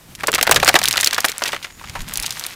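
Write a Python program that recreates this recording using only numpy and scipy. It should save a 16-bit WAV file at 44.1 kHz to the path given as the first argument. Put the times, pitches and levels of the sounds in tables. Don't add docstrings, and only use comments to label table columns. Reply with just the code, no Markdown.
import sys
import numpy as np
from scipy import signal
from scipy.fft import rfft, irfft
from scipy.io import wavfile
from scipy.ndimage import uniform_filter1d, map_coordinates

SR = 44100
rng = np.random.default_rng(int(sys.argv[2]) if len(sys.argv) > 2 else 0)


def wav_record(signal):
    frames = np.transpose(np.atleast_2d(signal))
    bounded = np.clip(frames, -1, 1)
    quanta = np.round(bounded * 32767).astype(np.int16)
    wavfile.write(sys.argv[1], SR, quanta)


def gain_from_decibels(decibels):
    exponent = np.asarray(decibels, float) / 20
    return 10 ** exponent


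N = 112454


def unit(x):
    return x / np.sqrt(np.mean(x ** 2, axis=-1, keepdims=True) + 1e-20)


def curve(rows):
    return np.interp(np.arange(N) / SR, *np.transpose(rows))


def wobble(rate):
    knots = rng.standard_normal(int(N * rate / SR) + 4)
    return map_coordinates(knots, [np.arange(N) * rate / SR])


def coloured(x, points):
    hz, db = np.transpose(points)
    f = np.fft.rfftfreq(N, 1 / SR) + 1
    gain = gain_from_decibels(np.interp(np.log(f), np.log(hz), db, left=-90, right=-90))
    return unit(irfft(rfft(x) * gain, N))


def resonate(rows, hz, q):
    length = rows.shape[1]
    size = 2 * length
    f, centre = np.fft.rfftfreq(size, 1 / SR), np.reshape(hz, (-1, 1))
    damping = 1j * f * centre / q
    response = damping / (centre * centre - f * f + damping)
    return irfft(rfft(rows, size) * response, size)[:, :length]


def place(rows, times):
    at = np.round(np.asarray(times) * SR).astype(int)[:, None] + np.arange(rows.shape[1])
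    return np.bincount(at.ravel(), rows.ravel(), N + SR)[:N]


def fade(t, t60):
    return np.exp(-np.log(1000) * t / t60)


# (time [s], level before the common trim [dB], brightest pitch [Hz])
SNAP_HITS = [(0.1513, -12.5, 4800), (0.2711, 0, 6760), (.318, -10.5, 8000), (0.3481, 3, 7740),
             (.4278, 6.5, 8300), (0.5121, 13, 7100), (0.5213, 8.5, 1980), (0.5445, 1.5, 6100),
             (0.5608, 8, 3470), (0.6471, 1.5, 7060), (0.6696, 0, 3200), (0.678, 9.5, 5100),
             (.687, 10, 4460), (0.7897, -0.5, 5100), (0.83, -5, 3950), (.836, 0.5, 2750),
             (0.8401, -1.5, 8050), (0.856, 5.5, 3700), (0.8774, -5, 3050), (0.8844, 3.5, 7100),
             (.91, 0, 3400), (0.9278, -0.5, 6000), (0.971, 1, 4600), (1.0012, -6, 6000), (1.005, -4, 3500),
             (1.01, 3, 8440), (1.0311, 0, 2200), (1.045, 4.5, 7000), (1.0613, 3.5, 2980), (1.0729, 6, 4070),
             (1.132, -2, 5030), (1.1453, -0.5, 4500), (1.2044, -4, 5700), (1.2515, -4, 8800),
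             (1.2595, -8, 8900), (1.2848, -3, 4170), (1.2972, -7, 7860), (1.318, -9.5, 4600),
             (1.3813, -10.5, 8800), (1.438, -0.5, 3100), (1.897, -16.5, 2020), (1.9724, -24, 1800),
             (1.992, -17, 1880), (2.0056, -12, 1480), (2.018, -16, 6530), (2.0872, -14.5, 9600),
             (2.1374, -6.5, 11100), (2.1572, -11.5, 4670), (2.1739, -3.5, 8600), (2.1993, -9, 7350),
             (2.2255, -9, 9350), (2.2333, -9.5, 5000), (2.263, -4, 6200), (2.307, -5, 5000),
             (2.324, -14, 6000), (2.3956, -9, 7400), (2.4389, -9, 3770), (2.4653, -8.5, 7400)]
SNAP_T60_S, SNAP_TAIL_T60_S = 0.0056, 0.037
SNAP_TAIL_DB, SNAP_TRIM_DB = -13.5, -7


def snaps():
    s, db, hz = np.transpose(SNAP_HITS)
    t = np.arange(2048) / SR
    white = rng.standard_normal((len(s), len(t)))
    broad = resonate(white, 8600, 0.2)
    pitched = unit(resonate(broad, hz, 4.0))
    brightness = 0.27 * (hz / hz.mean())[:, None]
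    crack = unit(pitched + brightness * unit(broad))
    crack = crack * (fade(t, SNAP_T60_S) + fade(t, 0.00063))
    flutter = gain_from_decibels(6.1 * unit(uniform_filter1d(rng.standard_normal(white.shape), size=40)))
    shards = unit(resonate(broad, 0.78 * hz, 1.0)) * flutter
    tail = shards * gain_from_decibels(SNAP_TAIL_DB) * fade(t, SNAP_TAIL_T60_S)
    return place((crack + tail) * gain_from_decibels(db + SNAP_TRIM_DB)[:, None], s)


# (time [s], level before the common trim [dB], ring pitch [Hz], time the ring takes to decay by 11 dB [ms])
POP_HITS = [(0.2342, -13, 1170, 9.5), (0.282, -9.5, 1070, 13), (0.329, -12.5, 1660, 5),
            (0.3384, -6, 2280, 4.4), (0.3503, -8, 2440, 9.5), (0.381, -12.5, 1336, 13.5),
            (0.4115, -5.5, 2390, 4), (0.4275, -5, 2110, 4), (0.468, -10.5, 1900, 4.5),
            (0.4732, -6.5, 1310, 5.5), (0.4939, -5.5, 750, 2.5), (0.5124, -5, 1012, 7),
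            (0.535, -22, 694, 30), (0.5601, -5, 1764, 16), (0.599, -11.5, 2140, 5.5), (0.629, -3, 1321, 6),
            (0.6575, -11, 1540, 8.5), (0.6774, -3.5, 1322, 3.5), (0.6887, -1, 1850, 6),
            (0.6985, -14.5, 800, 3.5), (0.742, 2, 2060, 2), (0.754, 0, 1816, 11.5),
            (0.8157, -7.5, 1900, 2.5), (0.958, -12, 1510, 6), (0.9767, -9, 2130, 5),
            (1.0293, -13.5, 1930.0, 11), (1.0725, -11, 2530, 8), (1.1088, -16.5, 2850, 3),
            (1.1282, -18, 1500, 17), (1.1802, -8, 1670, 8.5), (1.244, -4.5, 1770, 9.5),
            (1.2917, -15, 2120, 6.5), (1.4199, -11, 1250, 8), (1.4563, -14, 2030, 14),
            (1.477, -14, 3620, 9), (1.52, -19.5, 2400, 7.5), (1.5303, -14, 990, 10.5),
            (1.5452, -18, 1960, 6.6), (1.5631, -21, 1450, 6), (1.627, -26.5, 2830, 15),
            (1.6438, -21, 2010, 12.5), (1.811, -33, 970, 14), (1.8395, -27.5, 1170, 10),
            (1.9523, -24.5, 984, 31), (2.256, -23.5, 3220, 16)]
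POP_RISE_S, POP_TAIL_T60_S = 0.00033, 0.087
POP_TAIL_DB, POP_TRIM_DB = -14.5, -1.85
POP_Q, SAG = 1.7, 0.11
HOLLOW_HZ, HOLLOW_DB, HOLLOW_GROWS = 570, 1, 0.47


def pops():
    s, db, hz, ms = (column[:, None] for column in np.transpose(POP_HITS))
    t = np.arange(4096) / SR
    life = ms / 1000
    draw = rng.random((len(s), 2))
    sagging_time = (1 - SAG) * t + SAG * life * (1 - np.exp(-2 * t / life))
    ring = np.sin(2 * np.pi * (hz * sagging_time + draw[:, :1]))

    white = rng.standard_normal((2, len(s), len(t)))
    near = unit(resonate(resonate(white[0], hz, POP_Q), hz, 0.47))
    above = unit(resonate(resonate(white[1], 1.8 * hz, 1.4), hz, 0.23))
    jerks = gain_from_decibels(3.2 * unit(uniform_filter1d(rng.standard_normal(near.shape), size=60)))
    rough = (near + 0.63 * above) * jerks

    cavity_hz = HOLLOW_HZ * gain_from_decibels(5.9 * (draw[:, 1:] - 0.5))
    hollow = unit(resonate(resonate(white[1], cavity_hz, 1.9), cavity_hz, 0.11))

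    main = gain_from_decibels(-11 * (t / life) ** 2.38)
    tail = gain_from_decibels(POP_TAIL_DB) * fade(t, POP_TAIL_T60_S)
    big = np.minimum(HOLLOW_HZ / hz, 1)
    boom = big * gain_from_decibels(HOLLOW_DB + HOLLOW_GROWS * db) * hollow * (gain_from_decibels(-8 * t / life) + 2.83 * tail)
    split = 1.8 * white[0] * fade(t, 0.0031)
    sound = 0.75 * np.sqrt(big) * ring * main + 0.59 * rough * (main + tail) + boom + split
    rise = 1 - np.exp(-t / POP_RISE_S)
    return place(sound * rise * gain_from_decibels(db + POP_TRIM_DB), s[:, 0])


# (time [s], level [dB])
CRUSH_LEVEL = [(.16, -76), (.2, -39), (.8, -29), (1.05, -28.5), (1.3, -35.5), (1.5, -31), (1.575, -43),
               (1.78, -48), (1.88, -37.5), (2.05, -38.5), (2.25, -29.5), (2.34, -36.5), (2.45, -31),
               (2.55, -40)]
# (frequency [Hz], relative level per Hz [dB])
CRUSH_TONE = [(150, -6.5), (900, 4), (2200, 2.5), (6000, -6.5), (16000, -15.5)]
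# (time [s], pitch [Hz])
GRAIN_PITCH = [(1.2, 5600), (1.45, 4900), (2.1, 8300)]
GRAINS_PER_S, GRAIN_SPREAD_DB, SQUISH_DB = 1000, 7, -5


def crush():
    count, t = int(GRAINS_PER_S * N / SR), np.arange(400) / SR
    draw = rng.random((count, 3))
    size = gain_from_decibels(GRAIN_SPREAD_DB * np.minimum(-np.log(draw[:, :1] + 1e-9), 3))
    times = draw[:, 2] * N / SR
    hz = np.interp(times, *np.transpose(GRAIN_PITCH)) * gain_from_decibels(9.5 - 20.9 * draw[:, 1])
    bursts = rng.standard_normal((count, len(t))) * fade(t, 0.0067)
    cracks = unit(place(unit(resonate(bursts, hz, 1.03)) * size, times))
    squish = gain_from_decibels(SQUISH_DB + 1.2 * wobble(72)) * rng.standard_normal(N)
    level = gain_from_decibels(curve(CRUSH_LEVEL) + 2.55 * wobble(40.11))
    return level * coloured(cracks + squish, CRUSH_TONE)


# (start [s], length [s], slip rate [slips per s], typical tick peak [dB], tick resonance [Hz])
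CREAK_TRAINS = [(1.2, 0.11, 450, -31, 4212), (2.33, 0.089, 230, -22.5, 4470), (2.472, .075, 340, -26, 2820)]


def creaks():
    out, t = np.zeros(N), np.arange(128) / SR
    for start, length, rate, db, hz in CREAK_TRAINS:
        count = int(length * rate)
        draw = rng.standard_normal((count, 2))
        ticks = resonate(rng.standard_normal((count, len(t))) * fade(t, 0.0025), hz, 0.98)
        ticks = ticks / np.abs(ticks).max(axis=1, keepdims=True) * gain_from_decibels(db + draw[:, :1])
        out += place(ticks, start + (np.arange(count) + 0.049 * draw[:, 1]) / rate)
    return out


# (middle [s], peak level [dB], frequency [Hz])
THUMP_HITS = [(1.9, -28, 74), (2.01, -24, 22), (2.2, -28, 32)]


def thumps():
    t = np.arange(N) / SR
    out = np.zeros(N)
    for middle, db, hz in THUMP_HITS:
        swell = gain_from_decibels(db - 7.4 * ((t - middle) * hz * 2) ** 2)
        out += swell * np.cos(2 * np.pi * hz * (t - middle))
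    return out


def squeak():
    start_s, end_s, pitch_hz, level_db = 1.61, 2.03, 6900, -53.5
    t = np.arange(N) / SR
    gate = (t > start_s) * (t < end_s)
    hiss = unit(resonate(rng.standard_normal((1, N)), pitch_hz, 25)[0])
    return gate * gain_from_decibels(level_db + 3.7 * wobble(15)) * hiss


# (time [s], level [dB])
RUMBLE_LEVEL = [(0, -51), (.5, -35.5), (1.4, -50.5), (1.75, -49.5), (1.88, -39.5), (2.2, -41.5),
                (2.35, -48)]
# (frequency [Hz], relative level per Hz [dB])
RUMBLE_TONE = [(20, -10.5), (160, -10), (400, -23.5)]


def rumble():
    level = gain_from_decibels(curve(RUMBLE_LEVEL) + 2.3 * wobble(12))
    return level * coloured(rng.standard_normal(N), RUMBLE_TONE)


# (frequency [Hz], relative level per Hz [dB])
AIR_TONE = [(150, -5.5), (1000, -7), (5000, -12), (16000, -15.5)]


def outdoor_hiss():
    return gain_from_decibels(-49 + 2.6 * wobble(31.2)) * coloured(rng.standard_normal(N), AIR_TONE)


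def scene():
    plastic = snaps() + pops() + crush() + creaks()
    return (plastic + thumps() + squeak() + rumble() + outdoor_hiss())[None]


def roll_off(x):
    return signal.sosfilt(signal.butter(12, 16440, fs=SR, output="sos"), x)


def record(dry):
    band = signal.sosfiltfilt(signal.butter(12, 15600, fs=SR, output="sos"), dry)
    mix = np.clip(band, -1, 1)
    return roll_off(mix)


dry = scene()
out = record(dry)
wav_record(out)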